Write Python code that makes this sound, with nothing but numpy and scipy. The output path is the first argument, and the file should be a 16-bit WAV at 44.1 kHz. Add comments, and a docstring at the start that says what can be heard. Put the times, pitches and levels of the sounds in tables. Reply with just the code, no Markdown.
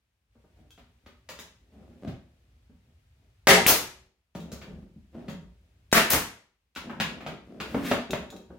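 """A workshop bench, heard through a phone's two microphone ports. Hands and a pneumatic stapler knock
and rub on a board cabinet. At 3.5 s a staple goes into the near corner: pressure blast, crack, ringing
panels, the limiter ducking; the exhaust hisses as the trigger is let go. After more handling, the far
corner gets its staple at 5.9 s. From 7.6 s the cabinet slides over the bench and the tool is set down
on its front, in plain view of the microphone. A low drone and a faint hiss lie under it all."""
import sys
import numpy as np
from scipy import signal
from scipy.fft import rfft, irfft
from scipy.io import wavfile
from scipy.ndimage import uniform_filter1d, minimum_filter1d

SR = 44100
rng = np.random.default_rng(int(sys.argv[2]) if len(sys.argv) > 2 else 0)


def unload_audio(sound):
    """Save the sound as a 16-bit wav file, at the path given as the first command line argument."""
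    columns = np.transpose(np.atleast_2d(sound))
    # keep every value between -1 and 1, then stretch to whole-number steps
    steps = np.round(np.clip(columns, -1, 1) * 32767)
    wavfile.write(sys.argv[1], SR, steps.astype(np.int16))


N = 378378
RING = 2 ** 15  # samples in one blow or echo
AGE, TIME = np.arange(RING) / SR, np.arange(N) / SR

# Levels in the tables are relative: each source adds its own trim.
# shots, near corner then far: t/s, blast/dB, blast time constant/s, crack/dB, panels/dB, air spit/dB,
# direct path of crack and panels/dB, room swell/s, left port lag/s
STAPLE_SHOTS = [(3.4716, 10, 0.00035, -6.5, -13, -30, -13, 0.0042, .00006),
                (5.9281, 14, 0.00048, -10.5, -18.5, -22, 10, 0.0038, -.0001)]
# crack spectra, near corner then far: f/Hz, level/dB
CRACK_SPECTRA = [
    [(35, -51.5), (60, -17.5), (193, -17), (227, -7), (315, -13.5), (540, -4.5), (968, -10), (2090, -2.5),
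     (2350, -8), (3670, -11), (16000, -24)],
    [(35, -10), (60, -32), (108, -26), (172, -7.5), (417, -10), (480, -27), (1040, -9), (1660, -2.5),
     (7570, -21.5), (14600, -18.5), (16000, -19.5)],
]
# trigger let go: t/s, valve/dB, air/dB, air t60/s, piston return delay/s, piston knock/dB
TRIGGER_RELEASES = [(3.6644, -25.5, -11.5, 0.13, 0.031, -24), (6.1004, -41, -18.5, 0.075, .0335, -21)]
# cabinet modes: f/Hz, t60/s, level struck at the near corner/dB, at the far corner/dB, bumped/dB
CABINET_MODES = [(77.5, 0.21, -7, -9.5, -32), (181, 0.34, -6.5, -5, -6), (232, 0.14, 0, -8.5, 3.5),
                 (378.3, 0.68, -10, -15, -12), (434, 0.17, 0, -0.5, -4), (560, 0.12, 0, -17, 1.5),
                 (660, 0.083, -1, 14, -9), (776, 0.077, -0.5, 3, -1), (931, 0.46, -12, -1, -14),
                 (1127, 0.14, -13.5, 10.5, -14), (1228, 0.071, -9.5, 10, -7.5), (1493, 0.062, 0, -1, -10),
                 (2070, 0.12, -1.5, -21, -26)]
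# stapler body and magazine modes: f/Hz, level/dB, t60/s
STAPLER_MODES = [(1600, -4, 0.02), (2670, 5, 0.013), (3240, 3, 0.026), (3560, 1, 0.02), (3854, 4.5, 0.02),
                 (6830, -10, 0.1)]
# tool on cabinet: t/s, strength/dB, weight behind it/dB, metal in the contact/dB,
# board pitch/Hz, board flex/dB, box pitch/Hz, box ring/dB
TOOL_KNOCKS = [(0.778, -60, 3, -0.5, 237, -2, 666, -1.5), (1.062, -55.5, -2, -2, 248, -2.5, 554, -13),
               (1.29, -44, -5, 6, 213, -15, 543, -6), (1.39, -48, -8, 9.5, 260, -11, 560, -8),
               (2.076, -52, -6, 0, 106, 15, 560, -4.5), (4.351, -51, 11, 3.5, 184, 13, 567, 7),
               (4.518, -52, 7, 13.5, 218, 7.5, 518, 2), (4.616, -48.5, -12, -2.5, 250, -18, 610, -15),
               (5.283, -47.5, 5, 0, 192, 11, 502, -8.5), (6.761, -39.5, -8.5, 0.5, 242, -6.5, 1326, -6.5),
               (6.897, -37.5, -11.5, -17.5, 225, -20, 750, -13),
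               (7.001, -26.5, -12.5, -2.5, 179, -5, 694, -14.5), (7.207, -47, -10, -8, 250, -1, 660, -7),
               (7.264, -38, -3, -6.5, 197, -2.5, 650, -2), (7.602, -37, -1.5, -1.5, 285, -6.5, 1455, -6),
               (7.746, -33, 2, -17.5, 271, 4.5, 433, -9), (7.914, -30.5, -7, -2.5, 246, 1.5, 603, 2),
               (7.92, -31, -3, -11.5, 239, 0, 560, -3), (8.133, -35.5, 0.5, -7, 232, -1.5, 580, 3.5)]
# small sharp ticks, one just before the second shot: t/s, level/dB
SHARP_TICKS = [(0.706, -55.5), (4.402, -53), (5.298, -51.5), (5.916, -39), (6.751, -50), (8.1071, -37),
               (8.303, -49.5), (8.364, -54.5)]
# hands on the boards: t/s, strength/dB, softness/dB (more bench heave, less board)
HAND_BUMPS = [(0.354, -66.5, -9.5), (0.442, -63, -8.5), (1.827, -70.5, -18.5), (2.023, -59, -12.5),
              (2.082, -56.5, 20), (2.696, -53.5, 3), (4.681, -40, 2.5), (4.72, -46.5, 11),
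              (4.788, -48.5, 8.5), (4.825, -54, 8), (4.962, -56, 14.5), (5.145, -42, 2.5),
              (5.322, -46.5, 7.5), (5.421, -46, 5.5), (8.097, -35.5, -2.5), (8.326, -44, -7.5),
              (8.503, -42, -2)]
# stretches of low rumble and faint handling noise: t/s, length/s
RUMBLE_STRETCHES = [(0.272, 3.8), (4.363, 1.58), (6.73, 2.1)]
# hands and tool rubbing on the cabinet: t/s, length/s, level/dB
RUB_STROKES = [(0.543, 0.07, -56.5), (1.7, 0.36, -53.5), (2.003, 0.05, -29), (4.34, 0.5, -51.5),
               (5.114, 0.2, -44.5), (6.773, 0.58, -42.5), (7.428, 0.29, -47.5), (7.661, 0.21, -34.5),
               (8.117, 0.26, -44.5), (8.477, 0.11, -52)]
# the cabinet creeps, then gives way: t/s, length/s, level/dB
CABINET_SLIDES = [(7.618, 0.21, -45.5), (7.809, 0.065, -26.5)]
# spectra of the sources: f/Hz, level/dB
EXHAUST_SPECTRUM = [(35, -26.5), (60, -8.5), (600, -1), (1500, -3.5), (6900, -4), (7940, -8.5), (14900, -1),
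                    (16000, -4.5)]  # jet of air
THUD_SPECTRUM = [(40, -49.5), (65, -2.5), (120, -12.5), (170, -1), (220, -30.5), (400, -52.5)]  # bench under a knock
BOARD_SPECTRUM = [(130, -24.5), (200, 8.5), (300, 5.5), (430, 6), (630, 2.5), (830, -9), (1600, -7),
                  (6000, -94)]  # struck boards
CLACK_SPECTRUM = [(450, -27), (900, 4), (1600, 3), (3400, 2), (5000, -4), (8000, -28.5)]  # tool meeting wood
TICK_SPECTRUM = [(2000, -24), (4000, 7.5), (6800, 9.5), (8200, 2), (12000, 0.5), (15500, 1.5)]  # sharp ticks, also the spit of air
HEAVE_SPECTRUM = [(30, -14.5), (55, 3), (85, -1.5), (130, -7), (190, 5.5), (350, -17), (1500, -49)]  # bench under a soft, long push
RUB_SPECTRUM = [(90, -16), (170, 5), (250, 4), (420, -4), (620, -5), (1000, -19), (3000, -29), (15000, -58)]  # rubbed boards
SCRAPE_SPECTRUM = [(130, -38), (285, 5), (480, -27), (1700, -5.5), (7800, -24), (15000, -25.5)]  # sliding cabinet
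RUMBLE_SPECTRUM = [(20, -32.5), (40, -9.5), (56, 4), (85, -0.5), (130, -8), (250, -56)]  # low rumble
DRONE_SPECTRUM = [(20, -6.5), (64, 8), (150, -9.5), (400, -19), (3000, -36.5)]  # the still workshop
HISS_SPECTRUM = [(100, -6.5), (1000, -10), (2500, -8), (6500, -17.5), (15000, -25.5)]  # rustle and background hiss
# the workshop's reverberation: f/Hz, t60/s
WORKSHOP_DECAY = [(80, 0.43), (250, 0.4), (3000, 0.43), (6500, 0.39), (10000, 0.33), (15000, 0.23)]

FAR_CORNER_S = (4.2, 6.5)  # the tool is at the far corner
FAR_THUD_DB, OVERHANG_THUD_DB = 2.5, -7  # that corner lies on the bench; elsewhere the cabinet overhangs
FRONT_FROM_S, FRONT_DIRECT_DB = 7.7, 4  # tool in view of the microphone: more direct sound
BUMPED = 2  # the cabinet's third set of mode levels, after the two corners
TOP_HZ = 16000


def shots():
    """The piston's blast with a spit of air, the crack of the staple going in, and the ringing panels."""
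    out = np.zeros((2, N))
    for corner, shot in enumerate(STAPLE_SHOTS):
        s, blast_db, blast_s, crack_db, panel_db, spit_db, direct_db, swell, lag = shot
        # a steep overpressure, then a longer suction, with no net flow
        u = AGE / blast_s
        pressure = np.gradient(u ** 2 / (u + 0.29) * np.exp(-u))
        blast = undb(blast_db - 12.5) * pressure / pressure.max()
        add(out, s, heard(blast, 11.0, swell, lag))
        spit = burst(crackle(TICK_SPECTRUM, t60=0.076), spit_db - 2.5)
        add(out, s - .001, heard(spit, 13.0, swell, lag))
        # the driver slams the staple home just behind the blast
        driver = burst(crackle(CRACK_SPECTRA[corner], t60=0.03), crack_db - 14.5)
        add(out, s + 0.0014, heard(driver, 11.0, swell, lag))
        crack = burst(crackle(CRACK_SPECTRA[corner], t60=0.085), crack_db)
        body = crack + burst(panels(corner), panel_db)
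        add(out, s, heard(body, direct_db - 14.0, swell, lag))
    return out


def panels(place):
    """The cabinet's modes ring with strengths set by the place of striking."""
    return ring([(hz, levels[place], t60) for hz, t60, *levels in CABINET_MODES], scatter_db=2)


def exhaust():
    """The valve snaps back, the cylinder dumps its air in a turbulent jet, and the piston knocks home."""
    out = np.zeros((2, N))
    for s, valve_db, air_db, air_t60, return_s, piston_db in TRIGGER_RELEASES:
        valve = burst(ring([(2450, 0, 0.0025)]) * (1 - fade(t60=0.002)), valve_db)
        jolt = burst(ring([(250, 0, 0.0088)]), valve_db - 5.0)
        add(out, s, undb(-11.0) * heard(valve + jolt, direct_db=12.5, swell=0.011, lag=.00005))
        jet = burst(crackle(EXHAUST_SPECTRUM, air_t60), air_db)
        add(out, s + 0.0042, heard(jet, direct_db=-6.5, swell=0.0042))
        # the finest hiss beams straight at the microphone
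        beam = [crackle([(3000, -28.5), (8000, -6.5), (13000, -1.5)], t60=0.02) for _ in range(2)]
        add(out, s + 0.0018, np.array([burst(port, air_db - 7.5) for port in beam]))
        piston = crackle([(200, 2.0), (700, -3.0), (2000, -2.5), (4500, -12.5)], t60=0.0292)
        add(out, s + return_s, heard(burst(piston, piston_db), direct_db=-4.0, swell=0.0017))
    return out


def knocks():
    """Tool meets cabinet: a thump, a hollow ring and a clack; bare metal adds a tick and rings."""
    out = np.zeros((2, N))
    for s, strength_db, weight_db, metal_db, board_hz, flex_db, box_hz, box_db in TOOL_KNOCKS:
        panel_db, tick_db = strength_db + weight_db, strength_db + metal_db
        thud_db = panel_db + (FAR_THUD_DB if FAR_CORNER_S[0] < s < FAR_CORNER_S[1] else OVERHANG_THUD_DB)
        front_db = FRONT_DIRECT_DB * (s > FRONT_FROM_S)
        # the struck board flexes a few times and the box answers with a pair of modes
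        flex = burst(ring([(board_hz, 0, 0.055)]) * (1 - fade(t60=0.022)), strength_db + flex_db)
        pair = [(hz, 0, 0.033) for hz in (box_hz, box_hz * 1.108)]
        box = burst(ring(pair, scatter_db=2), strength_db + box_db)
        thump = wood(THUD_SPECTRUM, thud_db, panel_db, t60=0.034, rise=0.0042) + flex + box
        add(out, s, heard(thump, direct_db=-3.0 + front_db, swell=0.0016, lag=.00003))
        clack = burst(crackle(CLACK_SPECTRUM, t60=0.0382, rise=0.0099), strength_db + 1.0)
        clack += burst(struck_spot(), strength_db - 6.5)
        # a rubber or plastic contact lasts longer than a metal one and dulls the clack
        edge_hz = min(5250 * 2 ** (metal_db / 9.5), TOP_HZ)
        clack = signal.sosfilt(signal.butter(2, edge_hz, fs=SR, output="sos"), clack)
        tick = burst(crackle(TICK_SPECTRUM, t60=0.033, rise=0.0038), tick_db - 8.5)
        metal = burst(ring(STAPLER_MODES, scatter_db=3), tick_db - 19.0)
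        contact = clack + tick + metal
        add(out, s - .001, heard(contact, direct_db=-7.0 + front_db, swell=0.00048, lag=.00004))
    return out


def wood(bench_spectrum, thud_db, panel_db, t60, rise):
    """A contact thuds the bench and rings the boards; a soft one pushes for longer."""
    thud = burst(crackle(bench_spectrum, t60=0.073), thud_db - 1.5)
    boards = burst(crackle(BOARD_SPECTRUM, t60, rise), panel_db - 4.5)
    return thud + boards + burst(panels(BUMPED), panel_db - 4.0)


def struck_spot(count=9, low_hz=1119, high_hz=3044, t60=0.012):
    """Every spot on the cabinet has its own few upper modes, drawn afresh for each blow."""
    pitches = low_hz * (high_hz / low_hz) ** ((np.arange(count) + rng.random(count)) / count)
    return ring([(hz, 0, t60) for hz in pitches], scatter_db=4)


def ticks():
    """Small sharp ticks, each with a brief bright ring; one comes just before the second shot."""
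    out = np.zeros((2, N))
    for s, db in SHARP_TICKS:
        ping = burst(ring(STAPLER_MODES, scatter_db=3), db - 4.0)
        tick = burst(crackle(TICK_SPECTRUM, t60=0.045), db - 7.0)
        front_db = FRONT_DIRECT_DB * (s > FRONT_FROM_S)
        add(out, s, heard(ping + tick, direct_db=-6.5 + front_db, swell=0.00072))
    return out


def bumps():
    """Hands press and shift on the boards: dull wood with a cushioned onset."""
    out = np.zeros((2, N))
    for s, strength_db, soft_db in HAND_BUMPS:
        push = wood(HEAVE_SPECTRUM, strength_db + soft_db, strength_db - soft_db, t60=0.074, rise=0.03)
        cushioned = colour(push * (1 - fade(t60=0.0098)), [(300, -3.5), (1500, -8), (8000, -16)])
        add(out, s - .002, heard(cushioned, direct_db=-2.0, swell=0.0012))
    return out


def handling():
    """Rubbing on the boards, with a low rumble and a faint rustle, and the cabinet scraping along."""
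    effort = undb(-69) * sum(stroke(s, length, attack=.2) for s, length in RUMBLE_STRETCHES)
    effort += sum(undb(db) * stroke(s, length, attack=.05) for s, length, db in RUB_STROKES)
    push = sum(undb(db) * stroke(s, length, attack=0.076, release_t60=0.063)
               for s, length, db in CABINET_SLIDES)
    rub = friction(RUB_SPECTRUM, per_s=140, spread_db=-0.5) * effort * hand_pressure()
    scrape = friction(SCRAPE_SPECTRUM, per_s=1500, spread_db=2.0) * push
    # rumble and rustle come with the faintest rubbing and grow more slowly than it does
    stir = (effort / undb(-72.5)) ** 0.18 * effort / (effort + undb(-90.5))
    rumble = undb(-61.5) * noise(RUMBLE_SPECTRUM)
    rustle = undb(-75) * np.array([noise(HISS_SPECTRUM) for _ in range(2)])
    contact = undb(-5.5) * rub + undb(-3) * scrape
    return heard(contact, direct_db=-6.0, swell=0.02) + stir * (rumble + rustle)


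def friction(spectrum, per_s, spread_db):
    """Stick and slip: dense small catches of uneven size."""
    catches = (rng.random(N) < per_s / SR) * rng.choice([-1, 1], N)
    sizes = undb(spread_db * np.minimum(rng.exponential(size=N), 3))
    return steady(colour(catches * sizes, spectrum))


def stroke(start, length, attack, release_t60=0.05):
    """An envelope that builds up, holds and dies away."""
    age = TIME - start
    build = np.sin(np.pi / 2 * np.clip(age / attack, 0, 1)) ** 2
    return build * np.exp(-np.log(1000) * np.clip((age - length) / release_t60, 0, 2))


def hand_pressure(changes_per_s=12, spread_db=4):
    """The hands' pressure wavers: a gain gliding between random levels."""
    hold = int(SR / changes_per_s)
    steps = np.repeat(rng.standard_normal(N // hold + 1), hold)
    return undb(spread_db * uniform_filter1d(steps, hold)[:N])


def room_tone():
    """The still workshop: a low drone and a faint hiss."""
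    hiss = np.array([noise(HISS_SPECTRUM) for _ in range(2)])
    return undb(-78.5) * noise(DRONE_SPECTRUM) + undb(-84.0) * hiss


def workshop_echo(swell, port_hz=1300):
    """The cluttered room's echo from one spot; bass reaches both microphone ports alike."""
    hz = np.fft.rfftfreq(RING, 1 / SR)
    alike = np.sinc(hz / port_hz / 2) * np.exp(-hz / port_hz / 2)
    mid, side = rfft(rng.standard_normal((2, RING)))
    field = mid * np.sqrt((1 + alike) / 2) + np.outer([1, -1], side * np.sqrt((1 - alike) / 2))
    build = 1 - np.exp(-(np.maximum(AGE - .003, 0) / swell) ** 2)
    echo = 0
    for centre, t60 in WORKSHOP_DECAY:
        band = along([(f, f == centre) for f, _ in WORKSHOP_DECAY], hz)
        tail = build * fade(t60)
        echo = echo + irfft(field * band) * tail / np.sqrt(np.sum(tail ** 2))
    return echo


def heard(x, direct_db, swell, lag=0):
    """A source at the microphone: the direct path, lag seconds later on the left, plus the room."""
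    n = np.arange(len(x))
    direct = np.array([np.interp(n - d * SR / 2, n, x, left=0) for d in (lag, -lag)])
    return undb(direct_db) * direct + signal.fftconvolve(x[None], workshop_echo(swell))[:, :len(x)]


def crackle(spectrum, t60, rise=0.00065, size=2 ** 13):
    """Vibration that swells and dies, too dense for any one pitch to stand out."""
    x = rng.standard_normal(size) * (fade(t60) * (1 - fade(rise)))[:size]
    for _ in range(3):  # even out the spectrum, keeping the burst's place in time
        bins = rfft(x)
        x = irfft(bins / (np.abs(bins) + 1e-12)) * (np.arange(size) < size // 2)
    return np.pad(colour(x, spectrum), (0, RING - size))


def ring(modes, scatter_db=0):
    """Damped modes (f/Hz, level/dB, t60/s); scatter weights them differently at each blow."""
    return sum(rng.choice([-1, 1]) * undb(db + scatter_db * rng.standard_normal()) * fade(t60)
               * np.sin(2 * np.pi * hz * AGE) for hz, db, t60 in modes)


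def noise(spectrum):
    """Coloured noise at rms 1."""
    return steady(colour(rng.standard_normal(N), spectrum))


def colour(x, spectrum, size=4096):
    """Causal filter with a response of (f/Hz, level/dB) points, built from its cepstrum."""
    cepstrum = irfft(np.log(undb(along(spectrum, np.fft.rfftfreq(size, 1 / SR)))))
    cepstrum[1:size // 2] *= 2
    cepstrum[size // 2 + 1:] = 0
    return signal.fftconvolve(x, irfft(np.exp(rfft(cepstrum))))[:len(x)]


def along(points, hz):
    """Read (f/Hz, value) points on a log-frequency axis."""
    f, value = np.transpose(points)
    return np.interp(np.log(hz + 0.0013), np.log(f), value)


def undb(db):
    """Decibels to gain."""
    return 10 ** (np.asarray(db) / 20)


def fade(t60):
    """A decay of 60 dB in t60 seconds."""
    return np.exp(-np.log(1000) * AGE / max(t60, 1e-4))


def burst(x, db):
    """Scale a blow so that its energy, spread over 30 ms, has this level."""
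    return x * undb(db) / np.sqrt(np.sum(x ** 2) / (.03 * SR))


def steady(x):
    """Scale to rms 1."""
    return x / np.sqrt(np.mean(x ** 2))


def add(out, s, x):
    """Mix a stereo sound in at time s."""
    start = int(s * SR)
    out[:, start:start + x.shape[1]] += x[:, :N - start]


def scene():
    """The bench from the microphone's position; the treble is a little louder on the left."""
    left, right = shots() + exhaust() + knocks() + ticks() + bumps() + handling() + room_tone()
    tilt = [(200, .1), (2000, .7), (13000, 1.3)]
    return np.array([colour(left, tilt), colour(right, [(hz, -db) for hz, db in tilt])])


def record(dry, ceiling_db=-1.2, release_db_per_s=300, bass_hz=42):
    """The phone: bass roll-off, a look-ahead limiter that ducks under the shots, then a treble cut."""
    x = signal.sosfilt(signal.butter(2, bass_hz, "high", fs=SR, output="sos"), dry)
    over_db = np.maximum(20 * np.log10(np.abs(x).max(axis=0) + 1e-9) - ceiling_db, 0)
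    recovery_db = release_db_per_s * TIME
    duck_db = np.maximum.accumulate(over_db + recovery_db) - recovery_db
    gain = uniform_filter1d(minimum_filter1d(undb(-duck_db), size=89), size=89)
    return signal.sosfilt(signal.ellip(10, .2, 80, TOP_HZ, fs=SR, output="sos"), x * gain)


dry = scene()
out = record(dry)
unload_audio(out)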